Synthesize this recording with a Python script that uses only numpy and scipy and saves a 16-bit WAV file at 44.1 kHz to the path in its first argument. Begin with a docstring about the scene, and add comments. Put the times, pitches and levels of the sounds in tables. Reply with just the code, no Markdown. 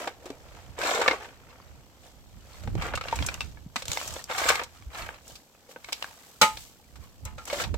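"""Shovelling stony earth

A long-handled steel shovel works at the foot of a bank, a few metres from a phone with two microphone ports.
Clods, gravel and grit are grainy filtered noise, coloured by the soil-damped blade; knocking stones are short
bursts with a ring. The empty blade rings on rock as decaying sines, once loudly; dull thumps accompany the work.
Gusts of low noise buffet the microphone over a quiet outdoor hiss, and the bank returns a short echo."""
import sys
import numpy as np
from scipy import signal
from scipy.fft import rfft, irfft
from scipy.io import wavfile
from scipy.ndimage import uniform_filter1d

SR = 44100
rng = np.random.default_rng(int(sys.argv[2]) if len(sys.argv) > 2 else 0)


def wav_record(signal):
    """Record a signal, one row per channel, as 16-bit PCM in the file named by sys.argv[1]."""
    frames = np.transpose(np.atleast_2d(signal))
    bounded = np.clip(frames, -1, 1)
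    # unit amplitude maps onto the largest positive 16-bit level
    quanta = np.round(bounded * 32767).astype(np.int16)
    wavfile.write(sys.argv[1], SR, quanta)


N = 342657
TIME = np.arange(N) / SR
FREQS = np.maximum(np.arange(2049) * SR / 4096, 1)  # filter grid in Hz, kept above 0 for logarithms


def undb(db):
    """Decibels to gain."""
    return 10 ** (np.asarray(db) / 20)


def unit(x):
    """Scale to rms 1."""
    return x / np.sqrt(np.mean(x ** 2))


def spectrum(points):
    """Gain over frequency from (Hz, dB) points, joined on a logarithmic frequency axis."""
    hz, db = np.transpose(points)
    return undb(np.interp(np.log(FREQS), np.log(hz), db))


def resonances(modes):
    """Gain over frequency of broad (Hz, width Hz, dB) humps."""
    return undb(sum(db / (1 + (2 * (FREQS - hz) / width) ** 2) for hz, width, db in modes))


def colour(x, gain):
    """Causal minimum-phase filter with the given gain, built from its cepstrum."""
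    cepstrum = irfft(np.log(gain))
    half = len(cepstrum) // 2
    cepstrum[1:half] *= 2
    cepstrum[half + 1:] = 0
    impulse = irfft(np.exp(rfft(cepstrum)))[None, :half]
    return signal.oaconvolve(x, impulse, axes=1)[:, :x.shape[1]]


def two_ports(x, apart_hz=1500, side_db=-17):
    """Two unrelated signals become left and right: alike in the bass, unrelated in the treble."""
    hz = np.arange(x.shape[1] // 2 + 1) * SR / x.shape[1]
    side_gain = np.minimum(np.hypot(undb(side_db), (hz / apart_hz) ** 2), 1)
    mid, side = rfft(x[0]), side_gain * rfft(x[1])
    return irfft(np.array([mid + side, mid - side]) / np.hypot(1, side_gain), x.shape[1])


def noise(size):
    """White noise as the two ports hear it."""
    return two_ports(rng.standard_normal((2, size)))


def ringing(t, hz, phase, skew):
    """A sine at both ports, phase in radians over 2 pi cycles; short waves reach them out of step."""
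    port_phase = np.array([[1], [-1]]) * skew * min((hz / 1900) ** 2, 1)
    return np.sin(2 * np.pi * (hz * t + phase) + port_phase)


def add(out, s, x):
    """Mix x into out from time s."""
    i = max(int(s * SR), 0)
    out[:, i:i + x.shape[1]] += x[:, :N - i]


def swell_and_fade(s, rise_s, fall_s):
    """A gain that grows exponentially to 1 at time s and dies away again."""
    before = (s - TIME) / max(rise_s, .002)
    after = (TIME - s) / max(fall_s, .002)
    return np.exp(-np.minimum(np.maximum(before, after), 30))


# spectral shape of the hiss over the open hillside: pitch_hz, level_db
AIR = [(30, -12.5), (100, -2.5), (250, 0), (550, -10), (1100, -12), (2200, -45), (8100, -28), (9000, -31.5),
       (10500, -33.5), (13000, -16), (16000, -30)]


def air(level_db=-63):
    """Faint steady hiss of the open hillside: noise with a fixed colour."""
    return undb(level_db) * unit(colour(noise(N), spectrum(AIR)))


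# the breeze between gusts: time_s, level_db
BREEZE = [(0, -58.5), (0.6, -53), (1.4, -58.5), (2.9, -51), (5.3, -59), (5.48, -73), (5.85, -62),
          (6.8, -62), (7.77, -62.5)]
BREEZE_WANDER_DB, BREEZE_WANDER_PER_S = 3, 11  # spread of the random wander, and its new values per second
# gusts at the microphone: peak_s, level_db, span_s (to swell, and again to fade)
GUSTS = [(0.46, -51, .04), (0.7, -44.5, 0.038), (1.1, -49, 0.063), (2.369, -45, 0.042), (2.68, -31, 0.036),
         (2.768, -26.5, 0.064), (2.95, -34, 0.043), (3.212, -26, 0.045), (3.44, -40, 0.16),
         (3.901, -36.5, 0.028), (4.12, -40.5, 0.042), (4.5, -45, 0.11), (4.87, -46.5, 0.06),
         (5.03, -40, 0.033), (5.33, -52, 0.044), (6.55, -47.5, 0.068), (7.0, -44.5, 0.071),
         (7.25, -39, 0.042), (7.35, -41, 0.068), (7.729, -28.5, 0.074)]


def wind_level():
    """Level of the wind in dB: gusts swell and fade over a wandering breeze, their powers adding."""
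    wander = np.interp(TIME * BREEZE_WANDER_PER_S, np.arange(256), rng.standard_normal(256))
    breeze = undb(np.interp(TIME, *np.transpose(BREEZE)) + BREEZE_WANDER_DB * wander)
    gusts = sum((undb(db) * swell_and_fade(s, span_s, span_s)) ** 2 for s, db, span_s in GUSTS)
    return 10 * np.log10(breeze ** 2 + gusts)


# spectral shape of wind rumble at the microphone: pitch_hz, level_db
GUST = [(12, -23), (30, -7), (65, 1.5), (100, -3), (160, -11.5), (300, -21), (700, -41), (2000, -77)]


def wind(lean_db=3):
    """Eddies buffet each port largely on its own, the right one more: low noise that follows the wind level."""
    gust_db = wind_level()
    own, shared = rng.standard_normal((2, N)), rng.standard_normal(N)
    rumble = unit(colour(own + 0.33 * shared, spectrum(GUST)))
    # even out the rumble's own swells so that the wind level sets them
    swell = np.sqrt(uniform_filter1d(np.mean(rumble ** 2, axis=0), size=2500))
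    return rumble / swell * undb(gust_db + np.array([[-lean_db], [lean_db]]) - 0.5)


def bank(x, echo_db=-17, t60=0.11, size=18000):
    """The rough earth wall and the ground scatter a short echo, thin in the bass and strongest near 5 kHz:
    convolution with decaying noise."""
    t = TIME[:size]
    tail = noise(size) * undb(-60 * t / t60) * (1 - np.exp(-t / 0.0014))
    tail = colour(tail, spectrum([(100, -16.5), (500, -18), (1500, -2.5), (5000, 1.0), (15000, -18.5)]))
    return undb(echo_db) * signal.oaconvolve(x, unit(tail) / np.sqrt(size), axes=1)[:, :N]


# dull thumps of boots and handle: start_s, peak_db, pitch_hz, decay_s
THUMPS = [(0.302, -38, 276, 0.013), (2.674, -26, 129, 0.008), (2.753, -30.5, 205, 0.0049),
          (3.662, -31, 161, 0.0053), (3.764, -36, 238, 0.007), (4.865, -33, 63, 0.021),
          (7.256, -28.5, 79, 0.011)]


def thumps(size=6000):
    """Soft blows: low sines that swell and die within a few cycles."""
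    out, t = np.zeros((2, N)), TIME[:size]
    for s, db, hz, decay_s in THUMPS:
        age = 2 * t / decay_s
        add(out, s, undb(db) * ringing(t, hz, 0, 0) * age * np.exp(1 - age))
    return out


def pebbles(gravel_db, fine_db, level_db=-2, scatter_db=3, count=800, size=2600):
    """Small stones tick against each other as strongly as earth moves, each a decaying sine at its own pitch."""
    out, t = np.zeros((2, N)), TIME[:size]
    for when, pitch, weight, skew in rng.random((count, 4)):
        i = int(when * N)
        hz, cycles = 800 * 9 ** pitch, 7 + 12 * pitch
        # many weak ticks, few strong ones
        db = level_db + gravel_db[i] + pitch * fine_db[i] - scatter_db * np.log(weight + 0.017)
        tick = ringing(t, hz, 0, np.pi * (skew - .5)) * np.exp(-t * hz / cycles)
        add(out, when * N / SR, undb(db) * tick)
    return out


def small_knocks(gravel_db, level_db=-1, scatter_db=3, low_hz=600, high_hz=4500,
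                 ring_db=-4, contact_s=0.0055, count=150):
    """Lesser stones knock at random, as strongly as the gravel is moving; rows like those of KNOCKS."""
    rows = []
    for when, weight, pitch in rng.random((count, 3)):
        db = gravel_db[int(when * N)] + level_db + scatter_db * (2 * weight - 1)
        hz = low_hz * (high_hz / low_hz) ** pitch
        rows.append((when * N / SR, db, hz, 0, ring_db, contact_s))
    return rows


# stones that knock on the blade or land: start_s, level_db (energy taken over 10 ms), pitch_hz,
# bright_db (per octave), ring_db (relative to the noisy knock), contact_s
KNOCKS = [(0.075, -27.5, 800, 2, -8, 0.0083), (0.257, -38, 361, 7, -0.5, 0.013),
          (0.303, -35, 413, 6, 6, 0.0043), (0.789, -35, 465, 8, 1, 0.0039),
          (0.815, -30.5, 1550, 5, 1, .007), (0.947, -27, 466, 8, 1, 0.011),
          (0.992, -24, 495, -2, -2.5, 0.0092), (1.015, -20.5, 790, 2, -7.5, 0.014),
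          (1.061, -22, 1200, -4.5, 4, 0.0096), (1.079, -17.5, 2230, -3, -2.5, 0.0039),
          (1.083, -16.5, 1750, -3, -4.5, 0.0029), (1.111, -21, 2130, -5, -4, 0.0099),
          (1.132, -28, 1123, -5, -6, 0.014), (1.601, -50.5, 1100, -4, 5, 0.0012),
          (2.636, -45, 600, 5.5, -1, .006), (2.675, -36.5, 817, 0, -3.5, 0.0051),
          (2.753, -31.5, 322, 4.5, 6, 0.003), (2.821, -30, 1240, 2.5, -16, .01),
          (2.85, -32, 1400, -5, -6, 0.03), (2.919, -45, 830, -1, -2, .006),
          (2.937, -27, 1460, -3.5, -6, 0.01), (2.954, -31.5, 2750, 5.5, -5, 0.0087),
          (2.975, -29.5, 1254, 2.5, -2, 0.0072), (3.011, -31.5, 1320, 1.5, -6, 0.0076),
          (3.039, -40, 2800, -3, -2, .0044), (3.056, -37, 690, 2, 0, 0.0037),
          (3.084, -33, 2780, -4, -10, .0056), (3.127, -22, 917, -1, 6.5, 0.0078),
          (3.157, -35, 8500, -4, -20, 0.0093), (3.189, -32.5, 2340, -2.5, -2, 0.0028),
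          (3.225, -31.5, 3210, -5, -4, .003), (3.264, -28, 7470, 3, -12, 0.0065),
          (3.287, -28, 2410, -1.5, -2, 0.0063), (3.342, -35, 2820, 11, -7, .003),
          (3.407, -28, 2715, 0, -1, .004), (3.416, -34.5, 2670, 2, 2, 0.0042),
          (3.572, -49, 1695, -5.5, -2, 0.0073), (3.759, -31, 1100, 5, -2, 0.00058),
          (3.762, -25.5, 1990, 2, -10, 0.0063), (3.822, -35.5, 5400, -4.5, -23, 0.0068),
          (3.855, -38, 7160, -4, -12, 0.0046), (3.882, -32, 5400, 1, -15, 0.0018),
          (3.917, -27, 6820, -3, -8, 0.0029), (3.933, -31.5, 6830, -3, -1, .0009),
          (3.973, -27, 2060, -2, -3, 0.0022), (4.014, -35, 1160, 3, -2, .0016),
          (4.077, -34, 6550, 10, -11, 0.0051), (4.139, -39.5, 7800, 3, -3, .002),
          (4.164, -36, 3450, -10, -9, 0.0043), (4.241, -38.5, 4830, 11.5, -6, 0.0018),
          (4.299, -33, 1520, -5.5, -21, 0.014), (4.312, -30, 895, 1.5, -7, .012),
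          (4.381, -25.5, 1213, 8, -8, 0.023), (4.489, -15.5, 1540, 6.5, -12, 0.0095),
          (4.502, -16, 1197, -1, -8, 0.01), (4.556, -28, 2170, 5, -1, .0046),
          (4.595, -27.5, 1280, -0.5, -30, 0.0073), (4.615, -32, 944, 0.5, -7, 0.014),
          (4.635, -36.5, 5500, -2, -18, 0.0087), (4.824, -53, 1250, 3, -20, .0024),
          (5.09, -35.5, 1580, -5.5, -1, 0.0022), (5.279, -47, 5400, 10, -18, 0.005),
          (5.355, -43.5, 4780, 0.5, -7, 0.012), (5.549, -57.5, 1300, -6, -8, 0.0024),
          (5.69, -48.5, 520, 1, -8, .006), (5.761, -39, 1530, -10, -5, 0.0059),
          (5.845, -40, 2200, 1.5, -4, .004), (5.887, -38.5, 875, 1.5, -34, 0.0086),
          (5.924, -33, 5060, -4, -4, 0.0077), (5.929, -27, 3230, 3, -13, 0.0033),
          (6.025, -30, 2820, -2.5, -1, 0.0024), (6.044, -34.5, 1620, -0.5, 0, .0016),
          (6.572, -38, 3620, -3, -21, .0045), (6.957, -49, 1450, 5, -13, 0.014),
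          (7.252, -38.5, 7300, 6, -22, 0.0061), (7.381, -41, 1385, -3, -2, 0.014),
          (7.454, -41.5, 7900, 3, -14, 0.0044), (7.476, -38, 1200, 11, -29, 0.015),
          (7.5, -31, 2210, -2, -6, 0.011), (7.529, -24.5, 576, 6, 3.5, .015),
          (7.6, -28, 1520, -0.5, -24, 0.012), (7.638, -30.5, 3940, -6, -21, .012),
          (7.742, -32.5, 506, 4.5, -4, 0.0063)]
# spectral shapes of stone chips and of dust: pitch_hz, level_db
CHIPS = [(1500, -34), (2500, -0.5), (3000, -2), (4500, -2.5), (5800, -6), (7000, -29), (10000, -41)]
DUST = [(3500, -49), (5300, -2), (6200, -0.5), (8100, 0), (9000, -9.5), (10500, -9.5), (13000, -9),
        (16000, -18)]
# centres of clods, gravel, chips and dust: pitch_hz
BAND_HZ = (500, 1400, 3600, 7800)
KNOCK_FALL_DB = 7.5  # a knock weakens by this per octave away from the stone's pitch


def knocks(stones, size=6000, rise_s=0.00044, tail_db=-21, tail_s=0.039):
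    """A stone ticks, grinds for a moment and lets go, ringing at its own pitch; crumbs trail after it."""
    out, t = np.zeros((2, N)), TIME[:size]
    blade = resonances(LOADED_BLADE) ** 0.57  # the blade colours knocks less than pressed earth
    bands = np.array([unit(spectrum(points) * blade) for points in (CLODS, GRAVEL, CHIPS, DUST)])
    crumbs = undb(tail_db) * np.exp(-t / tail_s)
    rise = 1 - np.exp(-t / rise_s)
    ten_ms = SR / 100
    for s, db, hz, bright_db, ring_db, contact_s in stones:
        age = t / max(contact_s, .0005)
        burst = noise(size) * rise * (np.exp(-age ** 1.5) + crumbs)
        # first touch: one hard tick, reaching each port at its own moment
        burst[[0, 1], rng.integers(0, 8, 2)] += 6.5
        octaves = np.log2(np.array(BAND_HZ) / hz)
        shares = undb(bright_db * octaves - KNOCK_FALL_DB * np.abs(octaves))
        knock = unit(colour(burst, np.sqrt(shares ** 2 @ bands ** 2)))
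        ring = ringing(t, hz, 0, rng.uniform(-1.34, 1)) * rise * np.exp(-age)
        stone = unit(knock + undb(ring_db) * unit(ring))
        add(out, s, undb(db) * stone * np.sqrt(ten_ms / size))
    return out


# the empty blade meets a rock: start_s, level_db (relative), spot_hz (pitch favoured by the struck spot),
# spot_db (by how much)
CLINKS = [(6.4132, 3.5, 870, 0), (7.252, -29, 1050, 18), (7.38, -30.5, 1380, 16)]
# modes of the free blade: pitch_hz, level_db (relative), t60_s (before soil chokes it)
FREE_BLADE = [(168.7, -21, 0.12), (223, -19, 0.22), (498, -7.5, 0.1), (587, -2, 0.054), (869, -4.5, 0.59),
              (1000, -13.5, 0.37), (1190, -13, 0.08), (1251, -3, 0.37), (1355, -6, 0.18), (1450, -11, 0.12),
              (2180, -16, 0.22), (2080, -10.5, 0.24), (2300, -20.5, 0.1), (2440, -6, 0.12),
              (2770, -26, .14), (2930, -8, 0.1), (3110, -24, 0.073), (3500, -27, 0.12), (3980, -8.5, 0.09),
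              (3910, -7, .12), (4610, -14, 0.11), (6492, -8, 0.091), (7740, -20, .18)]
# spectral shape of the noise of steel on rock: pitch_hz, level_db
CLINK_SPRAY = [(100, -15.5), (200, -10), (380, -14.5), (520, -7), (1300, -9), (1900, -3.5), (2900, -5.5),
               (5000, -8.5), (8100, -8), (9200, -18), (16000, -23.5)]


def clinks(ring_db=-16, crack_db=-13, spray_db=-21, thud_db=-18, choke_s=0.099, bite_s=0.014, size=22000):
    """The steel edge cracks on a rock, bites again an instant later, and the free blade rings out in its modes."""
    out, t = np.zeros((2, N)), TIME[:size]
    steel = spectrum(CLINK_SPRAY) * resonances([(hz, 70, 5) for hz, _, _ in FREE_BLADE])
    crack_gain = steel * spectrum([(500, 3.0), (2000, 0), (4000, 6.5), (15000, -3.0)])
    thud_gain = steel * spectrum([(200, 0.5), (900, 4), (2500, -3), (15000, -19.5)])
    # the ring builds until the second bite
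    drive = (1 - 0.35 * np.clip(1 - t / bite_s, 0, 1)) * (1 - np.exp(-t / 0.00082))
    drive = drive * np.exp(-(t / choke_s) ** 2)  # soil closes on the blade and chokes it
    crack_shape = (1 - np.exp(-t / 0.0019)) * np.exp(-(t / 0.0085) ** 2)
    spray_shape = np.exp(-t / 0.027) + undb(-21.5) * np.exp(-t / 0.085)
    for s, level_db, spot_hz, spot_db in CLINKS:
        ring = 0
        for (hz, db, t60), (phase, skew) in zip(FREE_BLADE, rng.standard_normal((len(FREE_BLADE), 2))):
            favour_db = spot_db / (1 + ((hz - spot_hz) / 60) ** 2)
            ring = ring + undb(db + favour_db - 60 * t / t60) * ringing(t, hz, phase, skew)
        add(out, s, undb(level_db + ring_db) * ring * drive)
        crack = unit(colour(noise(size), crack_gain))
        add(out, s + 0.000935, undb(level_db + crack_db) * crack * crack_shape)
        spray = unit(colour(noise(size), steel))
        add(out, s + .002, undb(level_db + spray_db) * spray * spray_shape)
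        thud = unit(colour(noise(size), thud_gain))
        add(out, s + bite_s, undb(level_db + thud_db) * thud * np.exp(-t / 0.014))
    return out


# the blade goes through earth: bite_s, hardest_s, stop_s, gravel_db, ease_db (drop towards both ends),
# clod_db and grit_db (relative to gravel)
STROKES = [(-0.04, -0.015, 0.076, -38.5, 5, 1.5, -2), (0.79, 0.874, 1.138, -27, 10, -1.5, -3.5),
           (2.782, 2.868, 2.92, -36.5, 7.5, -3.5, -7.5), (3.034, 3.234, 3.35, -42.5, 4, -8, -1.5),
           (3.879, 3.932, 4.2, -45, 3.5, -3.5, 8), (4.301, 4.496, 4.58, -27, 9, -12, -2.5),
           (4.912, 4.982, 5.162, -38.5, 13.5, -8.5, -4.5), (7.475, 7.623, 7.65, -36, 10.5, -2.5, 3.5)]
BITE_DB_PER_S, RELEASE_DB_PER_S = 900, 259  # how fast a stroke sets in and dies away
GRIT_EASE_DB = 4.5  # towards the ends of a stroke the grit drops this much more than the gravel
# loose earth slides and settles: peak_s, settle_s, gravel_db, clod_db and grit_db (relative to gravel)
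SPILLS = [(0.27, 0.094, -54.5, 6, -2.5), (0.56, 0.22, -54.5, -1.5, -3.5), (1.23, 0.063, -44.5, -2.5, -6),
          (1.52, 0.33, -58.5, -1, -7), (2.059, 0.064, -60.5, 4.5, 4.5), (2.57, 0.19, -55.5, -3.5, 0.5),
          (3.43, .08, -55.5, -2, 4), (3.792, 0.026, -46.5, -12, 4), (4.76, 0.1, -58.5, -8, 0.5),
          (5.3, 0.069, -59.5, 4, 9.5), (5.712, 0.024, -54.5, 0, 4.5), (5.9, 0.11, -56.5, -4, 1.5),
          (6.04, 0.15, -52.5, -7, 0.5), (6.28, 0.27, -63.5, -3, 6), (6.6, 0.074, -61, -18, 14),
          (7.038, 0.047, -58, -5, -0.5), (7.28, 0.03, -51, -8, -15), (7.43, 0.057, -56.5, -4, 1)]
SPILL_RISE = 0.73  # a spill builds in this share of its settling time
# earth that never quite comes to rest: level_db of gravel, clods and grit
TRICKLE_DB = (-68.5, -68, -64)


def earth():
    """Levels in dB of moving gravel, clods and grit: strokes bite, peak and ease off; spills slide and settle."""
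    power = np.outer(undb(TRICKLE_DB) ** 2, np.ones(N))
    for bite, hardest, stop, db, ease_db, clod_db, grit_db in STROKES:
        ease = np.interp(TIME, [bite, hardest, stop], [1, 0, 1])
        outside_db = BITE_DB_PER_S * np.maximum(bite - TIME, 0) + RELEASE_DB_PER_S * np.maximum(TIME - stop, 0)
        gravel = undb(db - ease_db * ease - np.minimum(outside_db, 100))
        clods = gravel * undb(clod_db)
        grit = gravel * undb(grit_db - GRIT_EASE_DB * ease)
        power += np.array([gravel, clods, grit]) ** 2
    for s, settle_s, db, clod_db, grit_db in SPILLS:
        peaks = undb(db + np.array([0, clod_db, grit_db]))
        power += np.outer(peaks, swell_and_fade(s, SPILL_RISE * settle_s, settle_s)) ** 2
    return 10 * np.log10(power)


def crunch(rate, spread_db, grain_s, bed_db):
    """Countless tiny fractures (rate per second) of unequal size, each dying at once, over a smooth rub."""
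    sizes = undb(spread_db * np.minimum(rng.exponential(size=N), 3.5))
    hits = (rng.random(N) < rate / SR) * sizes
    power = signal.lfilter([1], [1, -np.exp(-2 / (grain_s * SR))], hits ** 2)
    power /= uniform_filter1d(power, size=1100) + 1e-9  # the push on the shovel sets the mean
    return noise(N) * np.sqrt(np.abs(power) + undb(2 * bed_db))


# resonances of the blade while soil damps it: pitch_hz, width_hz, level_db
LOADED_BLADE = [(532, 135, 12.5), (788, 45, 8), (922, 87, 8.5), (1207, 290, 9.5), (1492, 85, 7),
                (1673, 116, 10), (2227, 270, 11.5), (2900, 73, 1.5), (3670, 170, 9.5), (4080, 110, 12.5),
                (5850, 68, 1.5), (6640, 100, 2), (7500, 160, 10)]
# spectral shapes of the earth's coarse, middle and fine parts: pitch_hz, level_db
CLODS = [(120, -23), (250, -7), (380, -4.5), (500, 1.5), (760, -2.5), (950, -8), (1600, -59.5)]
GRAVEL = [(400, -49), (660, -2.5), (830, -1.5), (1300, 1), (2000, -2), (2600, -3.5), (3300, -8),
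          (6000, -70)]
GRIT = [(1400, -32), (2400, -8.5), (3000, -2), (5000, -2), (8100, -2), (9000, -9.5), (10500, -11),
        (13000, -8), (16000, -15)]


def digging(gravel_db, clod_db, grit_db):
    """Clods thud, gravel crunches and grit hisses; a harder push lets the blade colour them more."""
    push = np.clip((gravel_db + 44.5) / 18, 0, 1)
    blade = resonances(LOADED_BLADE)
    layers = [(crunch(rate=320, spread_db=0.0, grain_s=0.0028, bed_db=-21), CLODS, clod_db),
              (crunch(rate=580, spread_db=9.5, grain_s=0.0062, bed_db=-6), GRAVEL, gravel_db),
              (crunch(rate=1300, spread_db=4.5, grain_s=0.0036, bed_db=-4), GRIT, grit_db)]
    out = 0
    for grains, points, db in layers:
        loose = unit(colour(grains, spectrum(points)))
        pressed = unit(colour(grains, spectrum(points) * blade))
        out = out + undb(db) * ((1 - push) * loose + push * pressed)
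    return out


def ground(x, gravel_db):
    """While earth moves strongly, a bounce off the slope follows about 3 ms behind; its delay sways slowly."""
    share = .45 * np.clip((gravel_db + 52) / 10, 0, 1)
    lag_s = .003 + .0005 * np.sin(2 * np.pi * .6 * TIME)
    bounce = np.array([np.interp(TIME - lag_s, TIME, port) for port in x])
    return (x + share * bounce) / np.hypot(1, share)


# change of the treble above SHEEN_HZ in the sounds of the work: time_s, level_db
SHEEN = [(0, -2.5), (1.0, -5), (2.5, -1), (3.2, -3), (4.5, -1), (5.6, 1), (6.4, 5.5), (7.77, -2.5)]
SHEEN_HZ = 9300


def sheen(x):
    """The highest treble of the work drifts: dullest near 1 s, brightest near 6.4 s."""
    top = signal.sosfiltfilt(signal.butter(2, SHEEN_HZ, "high", fs=SR, output="sos"), x)
    return x + (undb(np.interp(TIME, *np.transpose(SHEEN))) - 1) * top


def scene():
    """Shovel and stones before the bank, in light wind."""
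    gravel_db, clod_db, grit_db = earth()
    work = ground(digging(gravel_db, clod_db, grit_db), gravel_db)
    work = work + pebbles(gravel_db, grit_db - gravel_db)
    work = work + knocks(KNOCKS + small_knocks(gravel_db)) + clinks() + thumps()
    work = sheen(work)
    return work + bank(work) + wind() + air()


TOP_HZ = 15900  # the phone passes nothing much above this


def record(dry):
    """The phone rounds the very loudest peaks and cuts the top of the treble."""
    rounded = dry / (1 + (dry / .88) ** 6) ** (1 / 6)
    return signal.sosfilt(signal.ellip(8, .2, 70, TOP_HZ, fs=SR, output="sos"), rounded)


dry = scene()
out = record(dry)
wav_record(out)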